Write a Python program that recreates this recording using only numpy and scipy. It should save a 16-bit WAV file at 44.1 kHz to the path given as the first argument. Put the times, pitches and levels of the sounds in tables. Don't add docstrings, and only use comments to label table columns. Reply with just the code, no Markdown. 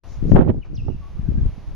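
import sys
import numpy as np
from scipy import signal
from scipy.fft import rfft, irfft, next_fast_len
from scipy.io import wavfile
from scipy.ndimage import minimum_filter1d, map_coordinates

SR = 44100
rng = np.random.default_rng(int(sys.argv[2]) if len(sys.argv) > 2 else 0)


def to_wav(sig):
    pcm = np.clip(np.atleast_2d(sig), -1, 1) * 32767
    pcm = np.round(pcm).astype(np.int16)
    wavfile.write(sys.argv[1], SR, pcm.T)


N = 77175

# (frequency [Hz], relative level [dB])
BED_COLOUR = [(40, -4.5), (250, 1), (420, -1.5), (650, -1.5), (900, -4), (1500, -11), (2400, -13.5),
              (4000, -18.5), (6500, -22.5), (7700, -41.5), (10500, -30), (13000, -37.5), (15500, -46.5)]
# (time [s], level [dB])
BED_RIDE = [(0, -52), (.3, -51), (.6, -53), (1.0, -50), (1.4, -49.5), (1.75, -50.5)]
# (frequency [Hz], left-right correlation [0..1])
FIELD_IMAGE = [(100, 1), (1000, 0.93), (2500, .8), (6500, 0.36), (12000, .5)]
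# (time [s], length [s], level [dB])
RUSTLES = [(0.078, 0.093, -59), (0.278, 0.11, -60)]
# (frequency [Hz], relative level [dB])
RUSTLE_COLOUR = [(2500, -27.5), (4500, -7), (6000, -3.5), (6900, -5.5), (7800, -30.5), (12000, -29),
                 (15000, -36.5)]
# (frequency [Hz], relative level [dB])
SCUFF_COLOUR = [(300, 14), (1400, 8.5), (2500, -8.5), (4000, -7.5), (6500, -12), (8000, -39.5)]
# (time [s], pitch [Hz], level [dB])
CALL_NOTES = [
    [(1.16, 1141, -65.5), (1.185, 1214, -54), (1.205, 1210, -66)],
    [(1.205, 1733, -67), (1.245, 1600, -65.5), (1.28, 1573, -57.5), (1.3, 1500, -67)],
    [(1.35, 1583, -64), (1.385, 1622, -57), (1.41, 1580, -68.5)],
]
# (time [s], pitch [Hz], level [dB])
WHISTLE_NOTES = [
    [(1.003, 1190, -66), (1.02, 1138, -51), (1.05, 1108, -49.5), (1.08, 1150, -52.5), (1.095, 1110, -86)],
]
# (time [s], pitch [Hz], level [dB])
CHIRP_NOTES = [
    [(.612, 3030, -71), (.622, 3027, -48), (.628, 2850, -47), (.634, 2560, -42.5), (.64, 2170, -53)],
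    [(.741, 4600, -58), (.749, 6160, -58), (.756, 5750, -44), (.767, 4797, -46.5), (.773, 3630, -49),
     (.781, 2894, -45.5), (.795, 2760, -44.5), (.803, 2590, -44.5), (.812, 2520, -54)],
    [(.87, 2810, -67.5), (.9, 2794, -59), (.94, 2784, -59.5), (.98, 2770, -70)],
]
# (delay [s], gain [dB])
SLAPBACKS = [(0.016, -9.5), (0.051, -21), (.115, -18)]
# (time [s], left rumble [dB], right rumble [dB], left flutter [dB], right flutter [dB])
WIND_RIDE = [(0, -90, -100, -106, -103), (.06, -31, -48.5, -44, -54), (.18, -28.5, -26.5, -65, -58.5),
             (.24, -15, -26, -20.5, -35.5), (.295, -24, -18.5, -21, -15.5), (.335, -5, -18.5, -6.5, -21),
             (.365, -3, -14.5, -8.5, -10), (.395, -11.5, -4.5, -2, -1), (.44, -17, -13.5, -26.5, -11.5),
             (.5, -10.5, -23, -10.5, -1.5), (.535, -17.5, -16.5, -21, -23.5), (.58, -13, -16, -22, -25),
             (.645, -26.5, -33.5, -46.5, -49), (.73, -22.5, -15, -22, -31), (.8, -15.5, -18.5, -37.5, -33),
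             (.89, -21, -16.5, -38.5, -16.5), (.98, -22.5, -23, -45.5, -47), (1.08, -29, -33.5, -43, -45),
             (1.16, -31.5, -20.5, -38.5, -46), (1.25, -15, -28, -31, -31.5), (1.33, -13, -16.5, -26, -36),
             (1.39, -14.5, -19, -22, -31.5), (1.46, -6.5, -12, -25, -28.5), (1.505, -28, -23, -51, -41),
             (1.63, -40.5, -33.5, -43, -61), (1.69, -23, -23, -54, -43), (1.75, -29.5, -32, -52, -42)]
# (time [s], eddy frequency [Hz], left peak [dB], right peak [dB])
THUMP_HITS = [(0.228, 170, -12.5, -44), (0.3195, 145.8, 4, -25), (0.331, 61, -3, -31),
              (0.3524, 110, -3, -5.5), (.376, 413, -19, 2.5), (0.4212, 187, -15.5, 7.5),
              (0.546, 331, -29, -14.5), (0.581, 148.4, -11, -30), (.785, 90.1, -11, -26.5),
              (0.8836, 432, -50, -14), (0.89, 96, -39, -8), (0.948, 130, -36, -15.5), (1.1957, 97, -9, -23),
              (1.2896, 122.3, -3.5, -14.5), (1.382, 93.4, -8.5, -7), (1.441, 34.2, -15.5, -23.5),
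              (1.456, 201, -19.5, -52), (1.582, 119, -47, -22.5)]
# (time [s], length [s], eddy frequency [Hz], left [dB], right [dB])
TEAR_BURSTS = [(0.3213, .003, 750, -21, -27), (.359, .012, 574, -1, -8), (0.37, 0.014, 586, -43, -6),
               (.388, 0.01, 468, -0.5, 0), (0.4, 0.031, 523, -26, -8), (0.423, 0.065, 452, -28.5, -15.5),
               (0.486, 0.022, 472, -22, -6), (0.502, 0.0096, 565, -27, -11.5),
               (0.514, 0.079, 247, -25, -32.5), (0.883, 0.011, 384, -47, -19), (0.9, 0.01, 325, -53.5, -27)]
# (frequency [Hz], relative level [dB])
CRACKLE_COLOUR = [(1000, -5), (2800, 10.5), (4200, -13.5), (7000, -21.5), (15000, -25.5)]


def amp(db):
    return 10 ** (np.asarray(db) / 20)


def unit(x):
    return x / np.sqrt(np.mean(x ** 2) + 1e-20)


def clock():
    return np.arange(N) / SR


def along(points, hz):
    freqs, values = np.transpose(points)
    return np.interp(np.log(hz + 1), np.log(freqs + 1), values)


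def curves(rows):
    times, *columns = np.transpose(rows)
    return np.array([np.interp(clock(), times, column) for column in columns])


def wobble(rate):
    return map_coordinates(rng.standard_normal(1024), [clock() * rate], mode="mirror")


def swell(start, length, attack, release):
    t = clock() - start
    return (1 + np.tanh(t / attack)) * (1 + np.tanh((length - t) / release)) / 4


def filtered(x, response):
    size = next_fast_len(N + SR // 2)
    return irfft(rfft(x, size) * response(np.fft.rfftfreq(size, 1 / SR)), size)[..., :N]


def low_cut(x, hz):
    return unit(filtered(x, lambda f: f ** 2 / np.sqrt(f ** 4 + hz ** 4)))


def hiss(colour):
    def mid_side_eq(hz):
        width = np.arccos(np.clip(along(FIELD_IMAGE, hz), -1, 1)) / 2
        return amp(along(colour, hz)) * [np.cos(width), np.sin(width)]
    mid, side = filtered(rng.standard_normal((2, N)), mid_side_eq)
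    return unit(np.array([mid + side, mid - side]))


def field():
    bed = amp(curves(BED_RIDE)[0] + .5 * wobble(12.16)) * hiss(BED_COLOUR)
    rustle_ride = sum(amp(db) * swell(start, length, 0.03, .02) for start, length, db in RUSTLES)
    rustles = rustle_ride * hiss(RUSTLE_COLOUR)
    scuff = amp(-38.5) * swell(start=.649, length=0.015, attack=0.0025, release=0.035) * hiss(SCUFF_COLOUR)
    fade_in = (1 + np.tanh((clock() - 0.036) / 0.001)) / 2
    return (bed + rustles + scuff) * fade_in


def bird(notes, echo_db, waver, pan_db, t60_s=.9):
    voice, t = np.zeros(N), clock()
    for note in notes:
        hz, db = curves(note)
        start, end = note[0][0], note[-1][0]
        phase = 2 * np.pi * np.cumsum(hz * (1 + waver * wobble(250))) / SR
        voice += np.sqrt(2) * amp(db) * np.sin(phase) * swell(start, end - start, 0.0022, 0.0011)
    tail = rng.standard_normal((2, N)) * amp(-60 * t / t60_s)
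    echo = signal.fftconvolve(voice[None], tail / np.linalg.norm(tail[0]), axes=1)[:, :N]
    slaps = sum(amp(db) * np.interp(t - delay, t, voice) for delay, db in SLAPBACKS)
    return voice * amp([[pan_db / 2], [-pan_db / 2]]) + slaps + amp(echo_db) * echo


def eddy(t, hz):
    angle = 2 * np.pi * hz * t
    return -angle * np.exp((1 - angle ** 2) / 2)


def eddies(centre_hz, spread, tilt_db, even_s):
    stream = np.zeros((2, N))
    for port in stream:
        for step in np.linspace(-2, 2, 9):
            hz = centre_hz * np.exp(spread * step)
            arrivals = (rng.random(N) < centre_hz / SR / 2) * rng.standard_normal(N)
            reach = int(SR / hz)
            pulse = unit(eddy(np.arange(-reach, reach + 1) / SR, hz))
            gain = amp(-tilt_db * step - step ** 2) * np.sqrt(hz)
            port += gain * signal.fftconvolve(arrivals, pulse, "same")
    window = np.hanning(max(int(2 * even_s * SR), 64))
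    power = signal.fftconvolve(stream ** 2, window[None] / window.sum(), "same", axes=1)
    return stream / np.sqrt(np.abs(power) + np.mean(stream ** 2) / 20)


def buffeting():
    level_db = curves(WIND_RIDE)
    rumble = eddies(40, spread=0.38, tilt_db=.3, even_s=0.036)
    flutter = low_cut(eddies(140, spread=0.31, tilt_db=3.6, even_s=.018), hz=95)
    return amp(level_db[:2]) * rumble + amp(level_db[2:]) * flutter


def thumps():
    return sum(amp([[left_db], [right_db]]) * eddy(clock() - time, hz)
               for time, hz, left_db, right_db in THUMP_HITS)


def tearing(crackle_db=-28.5):
    rip = np.zeros((2, N))
    for start, length, hz, left_db, right_db in TEAR_BURSTS:
        stream = low_cut(eddies(hz, spread=0.61, tilt_db=10.5, even_s=0.0076), hz=307)
        rip += amp([[left_db], [right_db]]) * swell(start, length, 0.0019, 0.0082) * stream
    grit = unit(filtered(rng.standard_normal((2, N)), lambda hz: amp(along(CRACKLE_COLOUR, hz))))
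    return rip + amp(crackle_db) * grit * np.tanh(rip) ** 2


def scene():
    chirps = bird(CHIRP_NOTES, echo_db=-5, waver=.022, pan_db=4.0)
    whistle = bird(WHISTLE_NOTES, echo_db=-9.5, waver=0.0044, pan_db=0.5)
    calls = bird(CALL_NOTES, echo_db=-9, waver=0.0326, pan_db=2.0)
    return field() + chirps + whistle + calls + buffeting() + thumps() + tearing()


def trailing_mean(x, seconds):
    width = int(seconds * SR) + 1
    return signal.fftconvolve(x, np.ones(width) / width)[:N]


def gain_control(x, threshold_db=-8, slope=3.34, max_duck_db=8.5,
                 lag_s=0.026, attack_s=0.025, hold_s=0.14, release_s=0.7):
    power = trailing_mean(np.mean(x ** 2, axis=0), seconds=0.023)
    level_db = 10 * np.log10(np.abs(power) + 1e-12)
    target_db = np.clip(slope * (level_db - threshold_db), 0, max_duck_db)
    half_hold = int(hold_s * SR / 2)
    held_db = -minimum_filter1d(-target_db, 2 * half_hold + 1, origin=half_hold, mode="constant")
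    decay = np.exp(-clock() / release_s)
    released_db = np.maximum.accumulate(held_db / decay) * decay
    duck_db = trailing_mean(released_db, attack_s)
    return x * amp(-np.interp(clock() - lag_s, clock(), duck_db))


def record(dry):
    knee, top_hz = 24, 15200
    ducked = gain_control(dry)
    clipped = ducked / (1 + np.abs(ducked) ** knee) ** (1 / knee)
    return filtered(clipped, lambda hz: hz < top_hz)


dry = scene()
out = record(dry)
to_wav(out)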